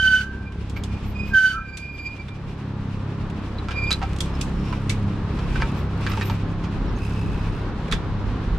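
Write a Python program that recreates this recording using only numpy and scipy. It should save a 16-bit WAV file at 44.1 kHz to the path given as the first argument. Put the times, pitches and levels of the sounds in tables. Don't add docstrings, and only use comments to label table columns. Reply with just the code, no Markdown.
import sys
import numpy as np
from scipy import signal
from scipy.fft import rfft, irfft, next_fast_len
from scipy.io import wavfile
from scipy.ndimage import uniform_filter1d

SR = 44100
rng = np.random.default_rng(int(sys.argv[2]) if len(sys.argv) > 2 else 0)


def inscribe(sig):
    pcm = np.round(np.clip(np.atleast_2d(sig).T, -1, 1) * 32767)
    wavfile.write(sys.argv[1], SR, pcm.astype(np.int16))


N = 378378
TIME = np.arange(N) / SR

# (start [s], length [s], pitch [Hz], level [dB], swell [dB/s], octave [dB], scrape [dB])
BRAKE_HONKS = [(-0.069, 0.31, 1543, -11.5, 1, -29, -38.5), (1.331, 0.22, 1539, -5, -20.5, -36, -36.5)]
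# (middle [s], length [s], level [dB])
OCTAVE_FLARES = [(0.003, 0.04, -19), (0.03, 0.01, -17), (0.08, 0.025, -14), (0.17, 0.067, -23.5),
                 (1.352, 0.023, -29.5), (1.387, 0.044, -24), (1.463, 0.042, -22.5), (1.51, 0.049, -26.5)]
# (pitch [Hz], t60 [s], level [dB])
DISC_MODES = [(1554, 0.84, -14.5), (1583, 1, -24), (1631, 1, -28), (2950, 0.2, -29.5)]
# (frequency [Hz], level [dB])
SCRAPE_COLOUR = [(800, -19), (1600, -6), (2200, 8.5), (3200, 7.5), (5000, 2.5), (7500, -5), (9500, -10),
                 (12500, -14), (15000, -27.5)]
# (middle [s], length [s], pitch [Hz], level [dB])
RELEASE_GROANS = [(0.185, 0.25, 1340, -33), (1.57, 0.21, 1329, -19)]
# (middle [s], length [s], pitch [Hz], level [dB], spoke rate [Hz], overtones [dB])
DRAG_SQUEALS = [(0.474, 0.14, 2395, -42, 21, -6), (0.948, 0.19, 2420, -47, 40, -8),
                (1.203, 0.16, 2466, -34, 24, -2), (1.28, 0.25, 2485, -41.5, 46, 1.5),
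                (1.616, 0.28, 2410, -37, 22, -8), (1.748, 0.22, 2377, -33, 17, 2),
                (1.837, 0.13, 2397, -33, 16, -2), (1.901, 0.17, 2415, -32.5, 19, -7),
                (1.998, 0.18, 2389, -33.5, 22, 1), (2.069, 0.14, 2403, -28, 17.4, -1),
                (2.136, 0.101, 2437, -35.5, 23, -4), (2.207, 0.09, 2350, -35, 15, -4),
                (2.32, 0.22, 2380, -45, 13, -6), (3.781, 0.2, 2400, -30.5, 9, -2),
                (3.844, 0.12, 2390, -29.5, 12, -6), (3.885, 0.097, 2420, -30.5, 11, 0)]
# (middle [s], length [s], level [dB])
EDGE_WHISTLES = [(0.772, 0.046, -65), (1.085, 0.1, -65), (1.282, 0.06, -65), (1.944, 0.04, -69),
                 (2.028, 0.04, -72), (5.785, 0.072, -64), (6.102, 0.036, -53), (6.27, 0.12, -52)]
# (middle [s], length [s], level [dB])
DRY_RUBS = [(5.63, 0.99, -52), (6.17, 0.47, -48.5), (7.04, 0.24, -46), (7.19, 0.3, -51.5), (7.4, 0.86, -51)]
# (frequency [Hz], width [Hz], level [dB])
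PAD_MODES = [(2590, 110, 11.5), (3870, 120, -6), (4970, 110, -3.5), (5500, 3100, -20), (8340, 340, -19)]
# (middle [s], length [s], level [dB], ring [Hz])
PAD_BRUSHES = [(4.355, 0.06, -52, 5200), (4.665, 0.44, -57.5, 5400), (5.42, 0.17, -65, 5400),
               (6.892, 0.07, -55, 5400), (6.968, 0.03, -53, 6350), (7.44, 0.12, -61, 5000)]

# (time [s], level [dB], treble [dB], ring [Hz], crack [dB], t60 [s])
LEVER_CLICKS = [(0.5222, -34, -30, 3120, 22, .04), (0.6976, -30.5, 4, 3430, 20, 0.034),
                (0.8375, -23.5, -4, 3170, 25, 0.062), (1.7715, -16, -6, 2460, 19, 0.049),
                (2.2832, -27, -37, 3600, 18, 0.056), (3.3, -32, -21, 2670, 21, .04),
                (3.9117, -13.5, -24, 4930, 26, 0.06), (3.9282, -13.5, -14, 4650, 32, 0.056),
                (4.1331, -32.5, -12, 2950, 29, .02), (4.1635, -31, -6, 2680, 22, .02),
                (4.1865, -30, -4, 3130, 23, .02), (4.2052, -13, 0, 3300, 15, 0.034),
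                (4.258, -35, -9, 3300, 22, .02), (4.4121, -16, 1, 2600, 17, 0.039),
                (4.8951, -12, -12, 2200, 16, 0.078), (7.882, -29, -30, 2400, 20, .025),
                (7.9135, -19, -22, 4050, 12, .025), (7.9205, -24, -41, 3600, 8, .04),
                (7.9245, -12, -27, 3700, 33, .04), (7.9275, -13, -34, 3430, 23, 0.065)]
# (frequency [Hz], level [dB])
CLICK_BODY = [(710, -48), (1200, -8), (1980, -7), (2360, -3.5), (3150, -7), (3450, -2), (3830, -5.5),
              (5150, -8.5), (8090, -10.5), (12600, -26.5), (13900, -33)]
# (time [s], level [dB], treble [dB], ring [Hz], crack [dB], t60 [s])
FRAME_KNOCKS = [(0.762, -24.5, -26, 2264, 14, 0.11), (3.686, -21, -23, 1360, 22, 0.065),
                (3.706, -23, -24, 1543, 4, 0.11), (3.907, -16, -10, 1430, 20, 0.071),
                (4.017, -19.5, -35, 770, 4, 0.086), (4.026, -18, -27, 775, 14, 0.1),
                (4.726, -18.5, -36, 990, 16, 0.061), (5.3742, -36, -32, 1030, 19, .04),
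                (5.39, -28.5, -18, 1182, 10, .05), (5.556, -18, -41, 1530, 18, 0.069),
                (5.6016, -24, -37, 1570, 15, 0.033), (5.616, -22.5, -18, 2320, 16, .07),
                (5.6216, -13.5, -39, 1600, 21.5, 0.059), (6.018, -34, -27.5, 2400, 22, .03),
                (6.0362, -30, -20, 1300, 20, .04), (6.066, -16, -25, 1660, 19, 0.064),
                (6.098, -22.5, -40, 1190, 18, .05), (6.1155, -23, -22, 1280, 10, 0.029),
                (6.1349, -24, -29, 1260, 20, .04), (6.174, -18, -31, 890, 14, 0.042),
                (6.2123, -17.5, -28, 1780, 19, 0.059), (6.22, -26, -15, 2510, 21, 0.11),
                (6.2985, -18.5, -22, 945, 13, 0.067), (6.64, -29.5, -20, 1100, 20, 0.11),
                (7.928, -19.5, -27, 428.7, 16, 0.032), (7.937, -23.5, -7, 1717, 18, 0.046)]
# (frequency [Hz], level [dB])
KNOCK_BODY = [(240, -58), (400, 3.5), (615, -1.5), (853, 0.5), (1120, 2.5), (1620, -1.5), (2080, 0.5),
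              (3250, -2), (3940, -10), (4440, -6), (5080, -7), (6250, -15.5), (8170, -23), (13900, -45)]
# (pitch [Hz], t60 [s], level [dB])
FRAME_MODES = [(775, 0.16, 2), (914, 0.17, 11), (1110, 0.31, 0), (1310, 0.14, 12), (1581, 0.14, 13.5),
               (2010, 0.17, 0), (2357, 0.12, 12), (2810, .16, 4), (3420, 0.12, 2.5), (3820, .11, 11)]
# (time [s], level [dB], pitch [Hz], t60 [s])
METAL_CHIRPS = [(3.584, -31, 3960, 0.053), (3.866, -32, 3550, 0.026), (3.9145, -13, 3950, 0.041),
                (3.9185, -19, 3950, 0.033), (3.9337, -14, 4015, 0.034), (3.943, -30, 3980, 0.078)]

# (middle [s], length [s], hiss [dB], grit [dB])
ROUGH_PAVING = [(2.046, 1.1, -64.5, -86), (3.91, 0.67, -66, -64), (4.65, 1.7, -65.5, -63),
                (5.597, 0.85, -60, -63), (6.16, 0.58, -56, -54.5), (7.11, 0.83, -74, -61.5)]
# (frequency [Hz], level [dB])
TREAD_COLOUR = [(1200, -5.5), (2500, 13), (4000, 1), (5400, -1.5), (6500, -7.5), (8500, -11),
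                (10500, -19.5), (13000, -23), (15500, -43.5)]
# (frequency [Hz], level [dB])
GRIT_COLOUR = [(1500, -21), (4500, 1), (8500, -1), (11000, -9), (15000, -17)]
# (time [s], level [dB])
AIRFLOW = [(0, -43), (1.3, -35), (2.3, -39.5), (3.3, -38), (4.4, -37.5), (6.3, -34.5), (7.6, -31),
           (8.58, -27)]
# (middle [s], length [s], level [dB])
WIND_GUSTS = [(3.7, 0.2, -42), (4.6, 0.46, -35.5), (5.52, 0.34, -30), (6.86, 0.37, -29.5),
              (8.12, 0.32, -36)]
# (frequency [Hz], level [dB])
WIND_COLOUR = [(12, -10), (25, 7.5), (50, 16), (80, -3.5), (150, -13), (300, -17.5), (700, -55)]
# (frequency [Hz], side minus mid [dB])
AIR_WIDTH = [(25, -9.5), (60, -12), (125, -17.5), (250, -23), (500, -9.5), (1000, -9), (3000, -3.5),
             (8000, 0.5)]

# (time [s], rate [Hz])
FIRING_RATE = [(0, 34.05), (3.4, 33.81), (8.58, 33.78)]
# (multiple of the firing rate [-], level [dB])
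ENGINE_PARTIALS = [(1, -4), (2, 2.5), (3, 4), (4, -0.7), (5, 0.17), (6, -2), (7, -10), (8, -12), (9, -11),
                   (10, -24.5), (11, -25), (12, -16), (14, -28.5)]
# (frequency [Hz], level [dB])
EXHAUST_COLOUR = [(30, -30.5), (80, 8.5), (200, -8), (400, -12.5), (700, -22.5), (2000, -55), (8000, -77)]
# (time [s], level [dB])
ENGINE_LEVEL = [(0, -26), (0.5, -30.5), (1.0, -29.5), (1.5, -28), (1.85, -33.5), (2.4, -31), (3.1, -28),
                (3.7, -29), (4.5, -24.5), (5.3, -25.3), (6.1, -25.5), (7.0, -26.5), (8.0, -27.5),
                (8.58, -29)]
# (time [s], first [m], second [m])
ECHO_DETOURS = [(0, 25.89, 22.44), (0.6, 24.21, 22.31), (1.2, 25.04, 22.56), (1.8, 25.96, 22.43),
                (2.4, 22.74, 21.32), (3, 23.21, 21.25), (3.6, 21.17, 22.58), (4.2, 20.93, 23.48),
                (5, 23.4, 24.66), (5.8, 26, 23.86), (6.8, 29.04, 25.91), (7.6, 31.2, 25.65),
                (8.58, 34.73, 29.64)]
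ECHO_GAINS = [0.42, -0.35]
# (time [s], level [dB])
ROAR_LEVEL = [(0, -45.5), (1.3, -44), (2.6, -44), (3.8, -40), (5.0, -40), (5.6, -38), (6.8, -39.5),
              (8.58, -38.5)]
# (frequency [Hz], level [dB])
ROAR_COLOUR = [(50, -9), (120, 0.5), (250, -1.5), (400, -6.5), (650, -14.5), (1050, -11.5), (1600, -18),
               (2500, -28), (4000, -31), (7000, -49.5), (12000, -75)]


def honk():
    sharp_hz, settle_s, sag_hz_per_s = 51.6, 0.0188, 110
    judder_hz, judder_db = 11.74, 2.5
    lead_s, lead_db = 0.0299, -28.5
    attack_s, linger_s = 0.037, 0.017
    hz = np.full(N, float(BRAKE_HONKS[0][2]))
    swing, octave, drag = np.zeros((3, N))
    for start, length, pitch, db, swell_rate, octave_db, scrape_db in BRAKE_HONKS:
        age = np.clip(TIME - start, 0, length)
        glide = pitch + sharp_hz * np.exp(-age / settle_s) - sag_hz_per_s * age
        hz = np.where(TIME >= start - lead_s, glide, hz)
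        grip_db = -judder_db * np.cos(2 * np.pi * judder_hz * age)
        swing += undb(db + swell_rate * age + grip_db) * hold(start, length, attack_s, release=0.1) ** 1.03
        swing += undb(db + lead_db) * swell(start, 2 * lead_s)
        pressed = hold(start, length + linger_s, attack_s, release=0.069)
        octave += undb(octave_db) * pressed ** 2
        drag += undb(scrape_db + 0.6 * grip_db) * pressed
    phase = cycle(hz * (1 + 0.0029 * walk(130.7)))
    swing *= undb(0.8 * walk(110))
    flutter = undb(1.6 * walk(120))
    overtones = octave * flutter * np.sin(2 * phase + 0.22 * walk(280))
    overtones += swells(OCTAVE_FLARES) * np.sin(2 * phase)
    for k, partial_db in enumerate([-2.5, -5.0, -15.5, -19.0], 3):
        overtones += drag * undb(partial_db + 3.5 * walk(90)) * np.sin(k * (phase + 0.11 * walk(300)))
    tone = swing * np.sin(phase)
    for mode_hz, t60, mode_db in DISC_MODES:
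        decay = np.exp(-np.log(1000) / (t60 * SR))
        stored = signal.lfilter([1 - decay], [1, -decay], swing)
        tone += undb(mode_db) * stored * np.sin(2 * np.pi * mode_hz * TIME + 0.17 * walk(27))
    friction = colour(spread(side_db=-2.5), SCRAPE_COLOUR) * (1 + .5 * np.sin(phase))
    scrape = unit(friction) * drag * undb(5.0 + 0.62 * walk(60))
    rasp = echo(ports(np.sqrt(2) * overtones, left_db=-5.5), db=-11, t60=0.29)
    return ports(np.sqrt(2) * tone, left_db=-3.5) + rasp + echo(scrape, db=-7.5, t60=0.19)


def groan():
    waver = 1 + 0.015 * walk(150)
    tone = sum(undb(db) * swell(middle, length) * np.sin(cycle(hz * waver))
               for middle, length, hz, db in RELEASE_GROANS)
    return ports(tone * undb(-2.5 + 2 * walk(80.3)))


def squeal():
    pulse_db = 4.5
    drag, pitch_sum, edge = np.full(N, 1e-9), np.zeros(N), np.zeros(N)
    for middle, length, hz, db, spoke_hz, edge_db in DRAG_SQUEALS:
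        spokes = np.cos(2 * np.pi * spoke_hz * (TIME - middle))
        touch = swell(middle, length) * undb(db + pulse_db * spokes)
        drag += touch
        pitch_sum += hz * touch
        edge += undb(edge_db) * touch
    phase = cycle(pitch_sum / drag * (1 + 0.0016 * walk(140))) + 0.07 * walk(600)
    slip = phase + .14 * walk(200)
    overtones = sum(undb(db) * np.sin(k * slip) for k, db in enumerate([-14.5, -25.5, -44, -48.5], 2))
    overtones *= undb(0.8 * walk(70))
    flutter = undb(1.5 * walk(110))
    bite = (drag / drag.max()) ** 0.2 * edge / drag
    return ports(drag * flutter * (np.sin(phase) + bite * overtones), left_db=-6)


def whistle(hz=13230):
    pitch = hz * (1 + 0.0016 * walk(20) + .005 * walk(400))
    note = swells(EDGE_WHISTLES) * undb(5.5 + 2 * walk(70)) * np.sin(cycle(pitch))
    return echo(note * undb([[-2], [2]]), db=1.5, t60=.12)


def rub(chatter_hz=62, decay_s=0.004):
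    noise = spread(side_db=-8)
    ticks = cycle(chatter_hz * np.exp(0.2 * walk(60))) / (2 * np.pi)
    slips = np.exp(-(ticks % 1) / (chatter_hz * decay_s)) + 0.27
    body = sum(undb(db) * resonate(noise * slips, hz, width) for hz, width, db in PAD_MODES)
    rubbing = unit(colour(body, [(6000, -6), (15000, -10)])) * swells(DRY_RUBS)
    for middle, length, db, hz in PAD_BRUSHES:
        brush = resonate(resonate(noise, hz, width_hz=310), hz, width_hz=310)
        rubbing += unit(brush) * undb(db) * swell(middle, length)
    return rubbing * undb(2 * walk(60))


def clicks():
    return blows(LEVER_CLICKS, CLICK_BODY, modes=[], attack_s=0.002, ring_db=7, ring_width_hz=260,
                 gain_db=-13, tail_db=-10.5, tail_t60=0.21, side_db=-1)


def knocks():
    return blows(FRAME_KNOCKS, KNOCK_BODY, FRAME_MODES, attack_s=0.0051, ring_db=14, ring_width_hz=85,
                 gain_db=-9.5, tail_db=-38, tail_t60=0.29, side_db=-5.5)


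def blows(rows, body, modes, attack_s, ring_db, ring_width_hz, gain_db, tail_db, tail_t60, side_db):
    count, rebounds_per_s, rebound_db = 12000, 220, 19.5
    out, t = np.zeros((2, N + count)), np.arange(count) / SR
    usual_treble_db = np.median(np.array(rows)[:, 2])
    for time, db, treble_db, ring_hz, crack_db, t60 in rows:
        mid, side, chatter, strike = rng.standard_normal((4, count))
        decay = undb(-60 * t / t60)
        rebounds = (rng.random(count) < rebounds_per_s / SR) * np.sign(mid) * undb(rebound_db) * decay
        envelope = (decay + undb(tail_db - 60 * t / tail_t60)) * np.minimum(t / attack_s + 0.075, 1)
        envelope *= undb(0.99 * unit(uniform_filter1d(chatter, size=50)))
        hit = (mid + undb(side_db) * np.array([side, -side])) * envelope + rebounds
        hit[:, 0] += undb(crack_db)
        tilt_db = 0.79 * (treble_db - usual_treble_db)
        hit = colour(colour(hit, body), [(1500, -tilt_db / 2), (6000, tilt_db / 2)])
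        metal = sum(undb(mode_db + 0.5 * chance) * resonate(hit, hz, np.log(1000) / (np.pi * mode_t60))
                    for (hz, mode_t60, mode_db), chance in zip(modes, strike))
        ring = undb(ring_db) * resonate(hit, ring_hz, ring_width_hz)
        hit = (hit + metal + ring) * undb([[-1.2], [1.2]])
        onset_rms = np.sqrt(np.mean(hit[:, :500] ** 2))
        start = int(time * SR)
        out[:, start:start + count] += hit * undb(db + gain_db) / onset_rms
    return out[:, :N]


def chirps(attack_s=0.0015):
    out = np.zeros(N)
    grate = 0.35 * walk(2500)
    for start, db, hz, t60 in METAL_CHIRPS:
        age = np.clip(TIME - start, 0, 1)
        envelope = undb(db - 60 * age / t60) * np.minimum(age / attack_s, 1)
        out += envelope * np.sin(2 * np.pi * hz * TIME + grate)
    return ports(out * undb(2.2 * walk(700)))


def tyres(grains_per_s=200, crumble_s=0.0008):
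    tread = undb(-62) + swells([(middle, length, db) for middle, length, db, _ in ROUGH_PAVING])
    loose = undb(-78.5) + swells([(middle, length, db) for middle, length, _, db in ROUGH_PAVING])
    hiss = unit(colour(air(), TREAD_COLOUR)) * tread * undb(9.0 + 3.1 * walk(38))
    pops = rng.random(N) < grains_per_s / SR
    grains = pops * undb(3.5 * np.minimum(rng.exponential(size=N), 3))
    crumbling = signal.lfilter([1], [1, -np.exp(-1 / (crumble_s * SR))], grains)
    grit = colour(crumbling * rng.standard_normal((2, N)), GRIT_COLOUR)
    return hiss + unit(grit) * loose


def wind():
    flow = undb(curves(AIRFLOW)[0]) + swells(WIND_GUSTS)
    return unit(colour(air(), WIND_COLOUR + [(5000, -110)])) * flow * undb(2.9 * walk(16))


def engine(sound_m_per_s=343):
    hz = curves(FIRING_RATE)[0]
    phase = cycle(hz * (1 + .003 * walk(12)))
    lags = [2 * np.pi * hz * metres / sound_m_per_s for metres in curves(ECHO_DETOURS)]
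    drone = np.zeros(N)
    for k, db in ENGINE_PARTIALS:
        direct = k * phase + 0.59 * walk(2.044)
        echoes = sum(gain * np.cos(direct - k * lag) for gain, lag in zip(ECHO_GAINS, lags))
        drone += undb(db + 0.95 * walk(5)) * (np.cos(direct) + echoes)
    firings = np.exp(-(phase / (2 * np.pi) % 1) / 0.057)
    puffs = colour(rng.standard_normal(N) * firings, EXHAUST_COLOUR)
    level = undb(curves(ENGINE_LEVEL)[0] + 1.2 * walk(30))
    return ports((unit(drone) + unit(puffs) * undb(-10.5)) * level, left_db=-0.5)


def road():
    return unit(colour(air(), ROAR_COLOUR)) * undb(curves(ROAR_LEVEL)[0] + 7.0 + 0.83 * walk(14))


def air():
    mid, side = rng.standard_normal((2, N))
    side = colour(side, AIR_WIDTH)
    return np.array([mid + side, mid - side])


def echo(x, db, t60, count=16000):
    t = np.arange(count) / SR
    response = rng.standard_normal((2, count)) * undb(-60 * t / t60) * np.minimum(t / 0.0078, 1)
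    response /= np.sqrt(np.sum(response ** 2, axis=1, keepdims=True))
    return x + undb(db) * signal.fftconvolve(x, response, axes=1)[:, :N]


def ports(x, left_db=-3):
    return np.array([x * undb(left_db / 2), np.roll(x, shift=2) * undb(-left_db / 2)])


def spread(side_db):
    mid, side = rng.standard_normal((2, N))
    return np.array([mid + undb(side_db) * side, mid - undb(side_db) * side])


def colour(x, points):
    hz, db = np.transpose(points)
    size = next_fast_len(x.shape[-1] + 8192, True) // 2 * 2
    bin_hz = np.arange(size // 2 + 1) * SR / size
    gain = undb(np.interp(np.log(bin_hz + 1), np.log(hz), db))
    cepstrum = irfft(np.log(gain))
    cepstrum[1:size // 2] *= 2
    cepstrum[size // 2 + 1:] = 0
    return irfft(rfft(x, size) * np.exp(rfft(cepstrum)))[..., :x.shape[-1]]


def resonate(x, hz, width_hz):
    return signal.lfilter(*signal.iirpeak(hz, hz / width_hz, fs=SR), x)


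def cycle(hz):
    return 2 * np.pi * np.cumsum(hz) / SR


def walk(rate_hz):
    step = max(int(SR / rate_hz), 2)
    held = np.repeat(rng.standard_normal(N // step + 1), step)
    return unit(uniform_filter1d(uniform_filter1d(held, step), step)[:N])


def swell(middle, length):
    near = np.abs(TIME - middle) < length / 2
    return near * np.cos(np.pi * (TIME - middle) / length) ** 2


def swells(rows):
    return sum(undb(db) * swell(middle, length) for middle, length, db in rows)


def hold(start, length, attack, release):
    return np.clip(np.minimum((TIME - start) / attack, (start + length - TIME) / release), 0, 1)


def curves(rows):
    times, *columns = np.transpose(rows)
    return [np.interp(TIME, times, column) for column in columns]


def undb(db):
    return np.exp(np.asarray(db) * (np.log(10) / 20))


def unit(x):
    return x / np.sqrt(np.mean(x ** 2))


def gain_control(x, ceiling_db=-12, recovery_db_per_s=6.5, first_duck_db=6):
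    power = uniform_filter1d(np.mean(x ** 2, axis=0), size=1300)
    over_db = np.maximum(10 * np.log10(np.maximum(power, 1e-12)) - ceiling_db, 0)
    over_db[0] = first_duck_db
    recovered_db = recovery_db_per_s * TIME
    duck_db = np.maximum.accumulate(over_db + recovered_db) - recovered_db
    return x * undb(-uniform_filter1d(duck_db, size=300))


def scene():
    singing = echo(squeal(), db=-16, t60=.25)
    brake = honk() + groan() + singing + whistle() + rub()
    rattles = clicks() + knocks() + chirps()
    return brake + rattles + engine() + wind() + road() + tyres()


def record(dry):
    top_hz = 15200
    lowpass = signal.ellip(8, .2, 70, top_hz, fs=SR, output="sos")
    return signal.sosfilt(lowpass, gain_control(dry))


dry = scene()
out = record(dry)
inscribe(out)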